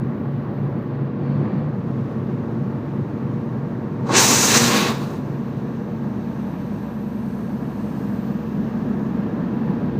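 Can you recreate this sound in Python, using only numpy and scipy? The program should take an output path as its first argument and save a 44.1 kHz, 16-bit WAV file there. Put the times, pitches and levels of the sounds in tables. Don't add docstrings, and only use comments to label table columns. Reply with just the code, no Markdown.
import sys
import numpy as np
from scipy import signal
from scipy.fft import rfft, irfft
from scipy.io import wavfile

SR = 44100
rng = np.random.default_rng(int(sys.argv[2]) if len(sys.argv) > 2 else 0)


def boost_factor(decibels):
    exponent = np.asarray(decibels, float) / 20
    return 10 ** exponent


def transcribe(signal):
    frames = np.atleast_2d(signal).T
    limited = np.clip(frames, -1, 1)
    pcm = np.round(limited * 32767).astype(np.int16)
    wavfile.write(sys.argv[1], SR, pcm)


N = 440559

# (from_s, to_s)
PRESS_S, LOADING_S = (.82, 1.1), (1.5, 1.97)
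SURGE_ON_S, SURGE_OFF_S = (1.15, 1.25), (1.59, 1.71)
DOOR_S = (9.02, 9.76)

# time_s, side_share [0-1], grille_view_db
WALK = [
    (0, 0, 0.5),
    (4.2, 0.07, -0.5),
    (5.35, 0.28, 5.5),
    (5.9, 0.55, 3.5),
    (6.5, 0.86, 6),
    (7.2, 0.92, 3),
    (8.25, 0.94, 7.5),
    (8.6, 0.99, 6.5),
    (9.4, 0.99, 3),
    (9.99, 1, 3),
]


def rms_one(x):
    return x / np.sqrt(np.mean(x ** 2) + 1e-20)


def in_time(rows):
    time_s, *columns = np.transpose(rows)
    return [np.interp(np.arange(N) / SR, time_s, column) for column in columns]


def ramp(span_s):
    start_s, end_s = span_s
    return np.clip((np.arange(N) / SR - start_s) / (end_s - start_s), 0, 1)


def drift(rate_hz):
    pole = np.exp(-80 * np.pi * rate_hz / SR)
    noise = rng.standard_normal(N // 40 + 2002)
    slow = signal.lfilter([1], [1, -2 * pole, pole * pole], noise)[2000:]
    return np.interp(np.arange(N) / 40, np.arange(len(slow)), rms_one(slow))


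def zoned_noise(spectrum, peaks, edges_hz):
    hz = np.fft.rfftfreq(N, 1 / SR) + 1
    colour_hz, colour_db = np.transpose(spectrum)
    db = np.interp(np.log(hz), np.log(colour_hz), colour_db)
    for centre_hz, width_hz, peak_db in peaks:
        db = db + peak_db / (1 + (2 * (hz - centre_hz) / width_hz) ** 2)
    coloured = rfft(rng.standard_normal(N)) * boost_factor(db) * (hz > colour_hz[0])
    above = [1.0] + [1 / (1 + (edge / hz) ** 12) for edge in edges_hz] + [0.0]
    return [rms_one(irfft(coloured * (low - high), N)) for low, high in zip(above, above[1:])]


def surge():
    return ramp(SURGE_ON_S) - ramp(SURGE_OFF_S)


def side_share():
    return np.clip(in_time(WALK)[0], 0, 1)


def by_state(idle_db, loaded_db, side_db, loading_s):
    side = side_share()
    panel_db = idle_db + (loaded_db - idle_db) * ramp(loading_s)
    return (1 - side) * panel_db + side * side_db


def tone(firings, order, wobble_rad, start_turns=0.0):
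    phase = 2 * np.pi * (order * firings + start_turns) + wobble_rad * drift(2.7)
    return np.sqrt(2) * np.sin(phase)


def shaft_tones(firings):
    # idle_db, surge_lift_db, loaded_db, side_db, door_lift_db
    order_levels = [
        (-53, -9, -54, -44.5, 0.5),
        (-30, 3, -32.5, -40, 4.5),
        (-38.5, 6.5, -44, -32.5, -3.5),
        (-40, 3.5, -34.5, -34.5, -9.5),
        (-46, 2.5, -45, -50, 6),
    ]
    # order [x firing rate], level_db
    upper = [(4, -6), (5, 1.5), (6, -4), (6.734, -1.5), (7, 1.5), (8.5, -8), (10.13, -11), (16.48, -11),
             (20.5, -17), (23.5, -17)]
    levels_db = []
    for idle_db, lift_db, loaded_db, side_db, door_db in order_levels:
        state_db = by_state(idle_db, loaded_db, side_db, LOADING_S)
        levels_db.append(state_db + lift_db * surge() + door_db * ramp(DOOR_S))
    first_db, second_db, third_db, lobes_db, upper_db = levels_db

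    out = boost_factor(first_db) * tone(firings, 1, wobble_rad=.1)
    out += boost_factor(second_db) * tone(firings, 2, wobble_rad=.1)
    out += boost_factor(second_db - 1.5) * tone(firings, 2.044, wobble_rad=.05, start_turns=-.06)
    out += boost_factor(third_db) * tone(firings, 3, wobble_rad=.25)
    out += boost_factor(lobes_db + 2.5 * drift(2.0)) * tone(firings, 3.367, wobble_rad=.3)
    for order, db in upper:
        out += boost_factor(upper_db + db + 1.5 * drift(1.0)) * tone(firings, order, wobble_rad=.25)
    return out


def gears(firings):
    # teeth, idle_db, loaded_db, side_db
    gear_levels = [(40, -68, -54, -56), (43, -63, -61, -55)]
    mesh_s = (1.9, 2.45)
    out = 0
    for teeth, idle_db, loaded_db, side_db in gear_levels:
        level_db = by_state(idle_db, loaded_db, side_db, mesh_s) + 2.5 + 1.5 * drift(1.5)
        out = out + boost_factor(level_db) * tone(firings / 3, teeth, wobble_rad=.3)
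    return out


def knock_gate(firings, depth):
    cylinder_db = [0.5, -9, -2, -14, 2.5, -6]
    strength = boost_factor(np.array(cylinder_db))[firings.astype(int) % 6]
    return rms_one(1 + depth * strength * np.sin(np.pi * firings) ** 2)


def roar(firings):
    # freq_hz, level_db [dB per Hz]
    panel_colour = [(47, -46), (80, -14), (106, -3.5), (128, -1), (226, -2), (346, -9), (423, -12.5),
                    (474, -15), (706, -21), (1100, -21), (1360, -28), (1860, -32), (2400, -41.5),
                    (3120, -67), (5280, -120)]
    # freq_hz, level_db [dB per Hz]
    flank_colour = [(47, -42), (80, -16.5), (214, 2.5), (394, -16), (474, -16), (539, -23), (726, -23.5),
                    (993, -25), (1500, -33), (1630, -30), (2400, -47.5), (3120, -74.5), (5280, -120)]
    # centre_hz, width_hz, peak_db
    canopy = [(80, 17, -3), (115.3, 8.9, 5.5), (187, 40, 1), (367, 25, 2), (485, 70, 0.5), (586, 53, 5),
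              (780, 33, 1), (866, 37, 2), (945, 30, -4.5), (1090, 17, 2), (1450, 40, 0), (1610, 79, 0.5),
              (1860, 83, 2.5)]
    split_hz = [400]
    # level_db, reach_share, surge_lift_db
    block = [
        (-23.5, 0.97, 0.0),
        (-36, 0.46, 1.5),
    ]
    # time_s, level_db
    reach = [(0, 2), (.3, -1.5), (.85, 0.5), (1.1, -1), (1.45, 3.5), (1.65, 0.5), (1.85, -1), (3, 0),
             (4, -1), (5.35, -2), (6.5, -2.5), (6.8, -1.5), (7.1, -5.5), (7.4, -1.5), (8.35, -1),
             (8.6, 1.5), (9.4, 3), (9.99, 4.5)]
    side, reach_db = side_share(), in_time(reach)[0]
    panel = zoned_noise(panel_colour, canopy, split_hz)
    flank = zoned_noise(flank_colour, canopy, split_hz)
    gates = [knock_gate(firings, depth) for depth in (.2, .18)]
    out = 0
    for near, far, (db, follows, lift_db), gate in zip(panel, flank, block, gates):
        level_db = db - 1.5 + follows * reach_db + lift_db * surge() + 0.65 * drift(11.0)
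        heard = np.sqrt(1 - side) * near + np.sqrt(side) * far
        out = out + boost_factor(level_db) * gate * heard
    return out


def cooling_air():
    # freq_hz, level_db [dB per Hz]
    air_colour = [(2000, -3), (2250, 0), (2650, 2), (2950, -1.5), (4000, -7.5), (4700, -11.5),
                  (6000, -17.5), (7500, -24.5), (9500, -28.5), (11500, -27.5), (13000, -23), (14500, -17.5),
                  (15400, -23)]
    # centre_hz, width_hz, peak_db
    duct = [(3880, 300, 3), (4400, 240, 3.5), (6170, 150, 3.5), (6700, 200, 3), (8450, 400, 2),
            (10600, 270, 2)]
    split_hz = [5200, 10500]
    # idle_db, button_held_db, surge_lift_db, loaded_db, view_share
    air_zones = [
        (-59.5, -1, 3.5, -59, 0.41),
        (-75.5, -3.5, 4.5, -70, 0.72),
        (-73, -7, 1.5, -71.5, 1.1),
    ]
    door_lift_db = [3, -1.5, 0.5]
    # centre_hz, width_hz, peak_db
    intake = [(2350, 200, 18), (4420, 420, 17)]
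    zones = zoned_noise(air_colour, duct, split_hz)
    view_db, loaded = in_time(WALK)[1], ramp(LOADING_S)
    out = 0
    for zone, (idle_db, held_db, lift_db, loaded_db, follows), door_db in zip(zones, air_zones, door_lift_db):
        db = (1 - loaded) * (idle_db + held_db * ramp(PRESS_S)) + loaded * loaded_db + lift_db * surge()
        db = db + follows * view_db + door_db * ramp(DOOR_S) + .5 * drift(4.5)
        out = out + boost_factor(db) * zone
    whistle = zoned_noise([(2000, 6.0), (5000, -9), (6000, -40.5)], intake, [])[0]
    return out + boost_factor(-59.5) * surge() * whistle


def ground_echo(x):
    # time_s, extra_path_ms, echo_share [0-1]
    ground = [(0, 0.65, 0.02), (5.2, 0.49, 0.03), (6.2, 0.51, 0.13), (7.2, 0.49, 0.07), (8.3, .415, 0),
              (9, 0.31, 0.06), (9.99, 0.39, 0)]
    lag_ms, share = in_time(ground)
    share = np.clip(share, 0, .9)
    late = np.interp(np.arange(N) - np.round(lag_ms * SR / 1000), np.arange(N), x)
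    return (x + share * late) / np.sqrt(1 + share ** 2)


def rumble():
    deep = zoned_noise([(15, 3.5), (60, 0.5), (90, -21.5), (200, -60.5)], [], [])[0]
    return boost_factor(-69.5 + 1.5 * drift(2.5)) * deep


def button():
    # start_s, level_db
    puffs = [
        (.82, -68),
    ]
    t = np.arange(N) / SR
    high_pass = signal.butter(4, 10500, "high", fs=SR, output="sos")
    bright = rms_one(signal.sosfilt(high_pass, rng.standard_normal(N)))
    return bright * sum(boost_factor(db) * (t > s) * np.exp(-np.abs(t - s) / .025) for s, db in puffs)


def relief_valve():
    # time_s, level_db
    valve = [
        (4.17, 2.5),
        (4.3, -0.5),
        (4.45, -2.5),
        (4.56, 0.1),
        (4.63, -2),
        (4.78, -1.5),
        (4.89, -6.5),
        (4.97, -19.5),
        (5.16, -30.5),
    ]
    # freq_hz, level_db [dB per Hz]
    jet = [(71, -33), (120, -6), (177, -9.5), (230, -3), (276, -7.5), (468, -9.5), (688, -14), (1120, -11),
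           (1290, -15.5), (2630, -18), (3090, -20), (5250, -19.5), (6170, -16), (10900, -29.5),
           (15400, -27.5)]
    # centre_hz, width_hz, peak_db (peak_db unused)
    pipe = [(1670, 40, -4), (2650, 130, -5), (3930, 520, -4), (5900, 32, -1), (6470, 50, 0), (7140, 49, -1),
            (6960, 39, -1), (7700, 49, -5)]
    # centre_hz, width_hz,
    # peak_db
    sheet = [(230, 25, 8), (342, 12, 6), (409, 10, 5), (460, 10, 5), (478, 10, 6), (783, 20, 5),
             (909, 10, 10), (945, 25, -6), (986, 20, 6), (1044, 10, 4), (1091, 12, 5), (1125, 10, 6.5),
             (1400, 25, 5), (1604, 20, 5), (3200, 500, -1.5), (15200, 2500, 4)]
    split_hz = [1500, 5000, 9000]
    # level_db, full_s, rise_db_per_s, opening_share, dulling_db
    jet_zones = [
        (-17.5, 4.105, 480, 0.62, 0),
        (-21.5, 4.15, 397, 1.07, 0.5),
        (-19, 4.166, 422, 0.9, -14),
        (-27, 4.2, 310, .7, -9.5),
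    ]
    pressure_fall_s, shut_s, shut_db = (4.55, 4.92), (5.16, 5.21), -9
    t, opening_db = np.arange(N) / SR, in_time(valve)[0]
    gate = boost_factor(shut_db * ramp(shut_s)) * (1 - ramp((5.2, 5.4)))
    resonances = sheet + [(hz, width_hz, 4.0) for hz, width_hz, _ in pipe]
    zones = zoned_noise(jet, resonances, split_hz)
    flutter_db = 0.74 * drift(32.0)
    out = 0
    for zone, (db, full_s, rise, follows, dull_db) in zip(zones, jet_zones):
        level_db = db - rise * np.maximum(full_s - t, 0) + follows * opening_db
        level_db = level_db + dull_db * ramp(pressure_fall_s) + flutter_db + 0.87 * drift(7.0)
        out = out + boost_factor(level_db) * zone
    return gate * out


def leak():
    # time_s, centre_hz, level_db
    leak_path = [
        (5.8, 12000, -84),
        (6.4, 12500, -73),
        (6.8, 12850, -67),
        (7.2, 12900, -67),
        (7.7, 13200, -67),
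        (8.1, 13900, -64),
        (8.35, 14300, -67),
        (8.6, 14700, -85),
    ]
    # centre_hz, width_hz, peak_db
    grille = [(4350, 120, 8.5), (6250, 120, 10.5), (7850, 80, 7), (8500, 250, 10.5), (10200, 120, 7),
              (10720, 200, 7.5)]
    centre_hz, db = in_time(leak_path)
    low_pass = signal.butter(2, 900, fs=SR, output="sos")
    slow = signal.sosfilt(low_pass, rng.standard_normal((2, N)))
    phase = 2 * np.pi * np.cumsum(centre_hz) / SR
    band = rms_one(slow[0] * np.cos(phase) + slow[1] * np.sin(phase))
    slots = zoned_noise([(4000, 0.3), (11500, -4.5), (12500, -28)], grille, [])[0]
    return boost_factor(db) * (band + boost_factor(-3.0 + 2.5 * drift(1.5)) * slots)


def scene():
    # time_s, firing_rate_hz
    speed = [(0, 69.7), (.9, 69.0), (1.15, 68.0), (1.68, 73.6), (1.78, 67.5), (1.9, 66.5), (2.2, 67.85),
             (2.5, 68.25), (3.5, 68.45), (4.5, 68.28), (5.5, 68.3), (6, 68.0), (7.5, 68.05), (8.5, 68.45),
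             (9.99, 68.2)]
    firings = np.cumsum(in_time(speed)[0]) / SR
    engine = shaft_tones(firings) + gears(firings) + roar(firings)
    air = ground_echo(cooling_air() + leak())
    return (engine + air + rumble() + button() + relief_valve())[None]


def top_cut(x):
    return signal.sosfilt(signal.butter(12, 16170, fs=SR, output="sos"), x)


def record(dry):
    run_in = np.concatenate([dry[:, 2000:0:-1], dry], axis=1)
    limited = 1.2 * np.tanh(run_in / 1.2)
    low_pass = signal.ellip(16, .5, 70, 15270, fs=SR, output="sos")
    mix = signal.sosfilt(low_pass, limited)[:, 2000:]
    return top_cut(mix)


dry = scene()
out = record(dry)
transcribe(out)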